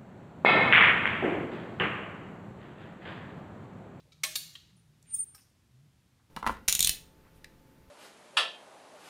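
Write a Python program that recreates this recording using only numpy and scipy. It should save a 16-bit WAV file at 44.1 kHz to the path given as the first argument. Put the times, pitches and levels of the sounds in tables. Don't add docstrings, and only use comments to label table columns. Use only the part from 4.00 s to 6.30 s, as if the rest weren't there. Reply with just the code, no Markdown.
import sys
import numpy as np
from scipy import signal
from scipy.fft import rfft, irfft, next_fast_len
from scipy.io import wavfile
from scipy.ndimage import uniform_filter1d

SR = 44100
rng = np.random.default_rng(int(sys.argv[2]) if len(sys.argv) > 2 else 0)


def to_wav(s):
    ch = np.atleast_2d(s).T
    pcm = np.round(np.clip(ch, -1, 1) * 32767)
    wavfile.write(sys.argv[1], SR, pcm.astype(np.int16))


def boost_factor(decibels):
    exponent = np.asarray(decibels, float) / 20
    return 10 ** exponent


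N = 101429
T_S = np.arange(N) / SR
FFT_SIZE = next_fast_len(N)
FFT_HZ = np.arange(FFT_SIZE // 2 + 1) * SR / FFT_SIZE

# start_s, level_db, rise_s, fall_t60_s, ring_db
CLACKS = [
    (0.2336, -25, .004, 0.07, -11.5),
    (0.3544, -27, .004, 0.045, -11.5),
    (0.5521, -45, .003, 0.044, -5.5),
    (1.3457, -53.5, .003, .09, -8.5),
]
# freq_hz, density_db
CLACK_COLOURS = [
    [(120, -34.5), (900, -14), (2510, -1), (4270, -2), (4600, -12), (4950, 0), (9580, -8.5), (11300, -5),
     (16000, -13.5)],
    [(120, -56.5), (200, -19.5), (2020, -18), (2910, -6.5), (4350, 2), (4770, -4), (11300, -7),
     (15200, -11.5), (16000, -30)],
    [(470, -45), (800, -34), (1850, -9), (2210, -17), (3140, -0.5), (5510, -16), (12300, -30), (16000, -59)],
    [(290, -52), (500, -17), (1280, -14), (3650, -17), (5240, -10), (6060, -11), (13400, -10), (16000, -23)],
]
# freq_hz, level_db, t60_s
CLACK_MODES = [
    [(337.7, -25, 0.5), (620, -18, 0.44), (558, -21.5, 0.1207), (813, -16.5, .19), (1112, -10, 0.17),
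     (1280, -2.5, 0.029), (1567, -3.5, .05), (1980, -2.5, 0.065), (1767, -11.5, 0.23), (2267, 1, .07),
     (2507, -7.5, 0.12), (3980, 0, 0.11), (4520, -1, 0.094), (5640, 4.5, .05), (8510, -4.5, 0.23)],
    [(1240, -15.5, 0.055), (1640, -14.5, 0.067), (1802, -13, 0.038), (2317, -8.5, 0.05), (3716, 3.5, 0.063),
     (4440, -2, 0.18), (5430, -6.5, 0.12), (7020, 4, 0.021), (9120, -3, 0.25), (11000, -3.5, .15),
     (12000, -4, 0.15), (13500, -10, .2), (15100, -13, 0.3)],
    [(1128, -11, 0.0526), (1850, -6.5, .05), (1868, -8, 0.064), (3200, 0.5, 0.049), (4214, -7, 0.067),
     (2762, -2.5, .06)],
    [(788, -10.5, 0.25), (1265, 0, 0.071), (1609, -1.5, 0.059), (2250, -8, 0.12), (4115, -7, 0.06),
     (5220, -0.5, 0.2), (5620, 5, 0.11), (8300, 2, 0.063), (13250, -4, 0.26), (14780, -11, 0.2)],
]
# start_s, level_db, centre_hz, width_octaves, fall_t60_s
TICKS = [(.0, -61.5, 3500, 0.69, .035), (.05, -68.5, 480, 0.72, .25), (.119, -59, 3880, 0.65, 0.1),
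         (1.04, -74, 2393, 0.57, 0.65), (.585, -67.5, 3600, 0.42, 0.16), (.2468, -39, 3000, 0.53, .04),
         (.3515, -47, 7000, 0.7, .04), (.536, -68, 12500, .3, .08), (.698, -65, 1800, 0.92, .06),
         (.765, -66, 9600, .12, .05), (1.026, -66.5, 6500, 0.71, .035), (1.082, -71.5, 2600, 1.5, .5),
         (1.105, -78, 11500, .4, 0.71), (1.379, -61.5, 2000, 1.02, 0.073), (1.393, -74, 2500, 1.4, .08),
         (1.404, -67.5, 5530, 0.25, 0.2), (2.197, -66.5, 1100, 0.55, .06)]
# start_s, level_db, pitch_hz, hold_s, t60_s
PINGS = [(.119, -71.5, 1310, .005, 0.068), (0.119, -61, 3870, .005, .03),
         (.12, -79.5, 11500, 0.0046, 0.048), (0.119, -69.5, 5550, 0.0046, 0.029),
         (.12, -69, 2314, 0.0053, .05), (.12, -79, 8300, 0.0057, 0.0399), (.765, -74.5, 9480, 0.012, .25),
         (1.036, -79.5, 7250, 0.1, .3), (1.065, -85.5, 10600, 0.062, .2), (1.10, -82, 11000, 0.036, .1),
         (1.088, -76, 2780, 0.023, .12), (1.088, -77.5, 3890, .025, .1), (1.088, -90, 4830, .02, .1),
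         (1.09, -82.5, 2270, .08, .1), (1.15, -74.5, 3400, 0.011, .05), (1.163, -75.5, 3730, .022, 0.034),
         (1.335, -75.5, 2270, 0.023, .04), (1.378, -73, 2600, 0.0032, .06),
         (1.379, -76.5, 1100, 0.0074, .08)]
# time_s, pitch_hz, level_db
SQUEAK = [(1.07, 9000, -68), (1.133, 8995, -39), (1.147, 8980, -25.5), (1.16, 8950, -38),
          (1.182, 8945, -46), (1.194, 8954, -29), (1.21, 8956, -30.5), (1.241, 8960, -41),
          (1.247, 8958, -57)]
# time_s, rate_hz, level_db
ROCKING = [(1.095, 990, -85), (1.14, 1080, -83), (1.19, 1240, -76), (1.2, 1240, -92)]
# rocking_multiple, level_db, wobble_rad
SIDE_NOTES = [(-2, -29, 1.7), (-1, -26, 1.7), (1, -19, 1.1), (2, -25, 1.2), (3, -37, 2.4)]
# freq_hz, width_hz, level_db
RUBBED_MODES = [(5420, 80, -38), (7250, 50, -38.5), (10300, 500, -39), (13400, 500, -33.5),
                (14200, 300, -31), (15200, 175, -36.5), (15560, 90, -28.5)]
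# freq_hz, t60_s
ROOM_DECAY = [(300, 1), (700, 0.82), (1500, .7), (3000, 0.6), (5000, 0.64), (8000, 0.47), (12000, 0.47),
              (15000, 0.29)]
# freq_hz, density_db
FLOOR_COLOUR = [(25, -34), (50, -9.5), (120, -6.5), (370, -22), (520, -28), (3500, -32.5), (12000, -40),
                (15800, -48.5)]
# time_s, pitch_hz, level_db
DRONE = [(0.0, 162.5, -58), (0.1, 139.8, -77), (0.188, 158.9, -65.5), (0.528, 154.2, -65.5),
         (0.574, 139, -71), (0.752, 177, -66.5), (0.89, 154.3, -66.5), (1.016, 152, -70.5),
         (1.096, 184, -67), (1.3, 141.8, -73.5)]
# time_s, pitch_hz, level_db
REV = [(1.7, 122.9, -69), (1.781, 131.2, -59.5), (1.829, 139.4, -62.5), (1.87, 149, -57),
       (1.891, 149.4, -68)]

RUB_START_S, RUB_END_S, RUB_PUSH_DB, RUB_HISS_DB = 1.137, 1.16, -30, -20
RUB_T60_S, SIDE_T60_S = 0.32, 0.4
ECHO_DB, ECHO_HOLD_S, ECHO_T60_S = -53, 0.045, 0.42
ROOM_DB, ROOM_GAP_S, RING_WET_DB = -6, 0.0018, -11
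FLOOR_DB, HUM_HZ, HUM_DB, RUMBLE_HZ, RUMBLE_DB = -66.5, 118.3, -74.5, 67, -76


def unit(x):
    return x / np.sqrt(np.mean(x ** 2))


def coloured(points):
    hz, db = np.array(points).T
    gain = boost_factor(np.interp(np.log(FFT_HZ + 1), np.log(hz), db))
    return unit(irfft(rfft(rng.standard_normal(FFT_SIZE)) * gain, FFT_SIZE)[:N])


def band(hz, width_hz):
    gain = 1 / (1 + (2 * (FFT_HZ - hz) / width_hz) ** 2)
    return unit(irfft(rfft(rng.standard_normal(FFT_SIZE)) * gain, FFT_SIZE)[:N])


def walk(rate_hz):
    k = int(SR / rate_hz)
    steps = np.repeat(rng.standard_normal(N // k + 1), k)
    return unit(uniform_filter1d(uniform_filter1d(steps, k), k)[:N])


def held(start_s, rise_s, hold_s, t60_s):
    age_s = np.maximum(T_S - start_s, 0)
    fall_db = -60 * np.maximum(age_s - rise_s - hold_s, 0) / t60_s
    return np.minimum(age_s / rise_s, 1) * boost_factor(fall_db)


def blow(start_s, rise_s, t60_s):
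    return held(start_s, rise_s, 0, t60_s)


def tone(curve, fade_t60_s):
    time_s, hz, db = np.array(curve).T
    outside_s = np.maximum(np.maximum(time_s[0] - T_S, T_S - time_s[-1]), 0)
    size = 2 ** .5 * boost_factor(np.interp(T_S, time_s, db) - 60 * outside_s / fade_t60_s)
    phase = 2 * np.pi * np.cumsum(np.interp(T_S, time_s, hz)) / SR
    return size, phase


def ring(hz):
    rate_hz = 35 + 0.045 * hz
    shake_rad = 1.05 * (1 + hz / 9000) * walk(rate_hz)
    level = 2 ** .5 * boost_factor(3.0 * walk(rate_hz))
    return level * np.sin(2 * np.pi * (hz * T_S + rng.random()) + shake_rad)


def clacks():
    rattles = rings = 0
    for clack, colour, modes in zip(CLACKS, CLACK_COLOURS, CLACK_MODES):
        start_s, level_db, rise_s, fall_t60_s, ring_db = clack
        for hz, mode_db, t60_s in modes:
            level = boost_factor(level_db + ring_db + mode_db)
            rings = rings + level * ring(hz) * blow(start_s, rise_s, t60_s)
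        contact = boost_factor(level_db + 0.72 * walk(700)) * coloured(colour)
        rattles = rattles + contact * blow(start_s, rise_s, fall_t60_s)
    return rattles, rings


def ticks():
    out = 0
    for start_s, level_db, hz, octaves, t60_s in TICKS:
        colour = [(hz * 2 ** (octaves * k), -6 * k * k) for k in range(-3, 4)]
        touch = boost_factor(level_db + 3.0 * walk(500)) * coloured(colour)
        out = out + touch * blow(start_s, t60_s / 30, t60_s)
    return out


def pings():
    out = 0
    for start_s, level_db, hz, hold_s, t60_s in PINGS:
        level = 2 ** .5 * boost_factor(level_db + 2.1 * walk(60))
        mode = np.sin(2 * np.pi * hz * T_S + 1.0 * walk(110))
        out = out + level * mode * held(start_s, .003, hold_s, t60_s)
    return out


def rubbing(squeak_size, squeak_phase, rock_phase):
    push = boost_factor(RUB_PUSH_DB) * (squeak_size / squeak_size.max() + .03) ** 0.2
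    rub = boost_factor(RUB_HISS_DB) * coloured([(4000, -29), (6500, -6.5), (9000, 10.5), (16000, -18.0)])
    for hz, width_hz, db in RUBBED_MODES:
        rub = rub + boost_factor(db + 3.0 * walk(70)) * band(hz, width_hz)
    sides = 0
    for multiple, db, wobble_rad in SIDE_NOTES:
        phase = squeak_phase + multiple * rock_phase + wobble_rad * walk(170)
        sides = sides + boost_factor(db + 5.0 * walk(119.7)) * np.sin(phase)
    hold_s = RUB_END_S - RUB_START_S
    rub = rub * held(RUB_START_S, .006, hold_s, RUB_T60_S)
    sides = sides * held(RUB_START_S, .006, hold_s, SIDE_T60_S)
    return push * (rub + sides)


def squeak():
    size, phase = tone(SQUEAK, 0.036)
    rock_size, rock_phase = tone(ROCKING, .04)
    smooth_size = uniform_filter1d(size, size=SR // 200)
    note = smooth_size * boost_factor(0.73 * walk(250)) * np.sin(phase)
    rock = rock_size * boost_factor(2.5 * walk(60)) * np.sin(rock_phase + 1.5 * walk(120))
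    echo = boost_factor(ECHO_DB + 2.3 * walk(55)) * np.sin(phase + 1.8 * walk(45))
    echo = echo * held(SQUEAK[-2][0], .012, ECHO_HOLD_S, ECHO_T60_S)
    return note + rubbing(size, phase, rock_phase) + echo + rock


def room(x):
    tail = 0
    for hz, t60_s in ROOM_DECAY:
        colour = [(hz / 1.5, -40), (hz / 1.4, -3), (hz, 0), (hz * 1.4, -3), (hz * 3.1, -40)]
        tail = tail + coloured(colour) * (hz / 3000) ** .5 * blow(ROOM_GAP_S, 0.0033, t60_s)
    return signal.fftconvolve(x, tail / np.sqrt(np.sum(tail ** 2)))[:N]


def background():
    out = boost_factor(FLOOR_DB + .5 * walk(3.7)) * coloured(FLOOR_COLOUR)
    hum = 2 ** .5 * np.sin(2 * np.pi * HUM_HZ * T_S + .5 * walk(17))
    out = out + boost_factor(HUM_DB + 2.0 * walk(17)) * hum
    out = out + boost_factor(RUMBLE_DB) * band(RUMBLE_HZ, 16)
    for curve in (DRONE, REV):
        size, phase = tone(curve, 0.28)
        out = out + size * boost_factor(2.5 * walk(25)) * np.sin(phase + 1.2 * walk(27))
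    return out


def scene():
    rattles, rings = clacks()
    hits = rattles + ticks() + pings()
    wet = boost_factor(ROOM_DB) * room(hits + boost_factor(RING_WET_DB) * rings)
    return (hits + rings + wet + squeak() + background())[None]


def low_pass(x):
    return signal.sosfilt(signal.butter(12, 16550, fs=SR, output="sos"), x)


def record(dry):
    low_cut = signal.butter(2, 45, "high", fs=SR, output="sos")
    high_cut = signal.ellip(8, .5, 60, 15700, fs=SR, output="sos")
    mix = signal.sosfilt(high_cut, signal.sosfilt(low_cut, dry))
    return low_pass(mix)


dry = scene()
out = record(dry)
to_wav(out)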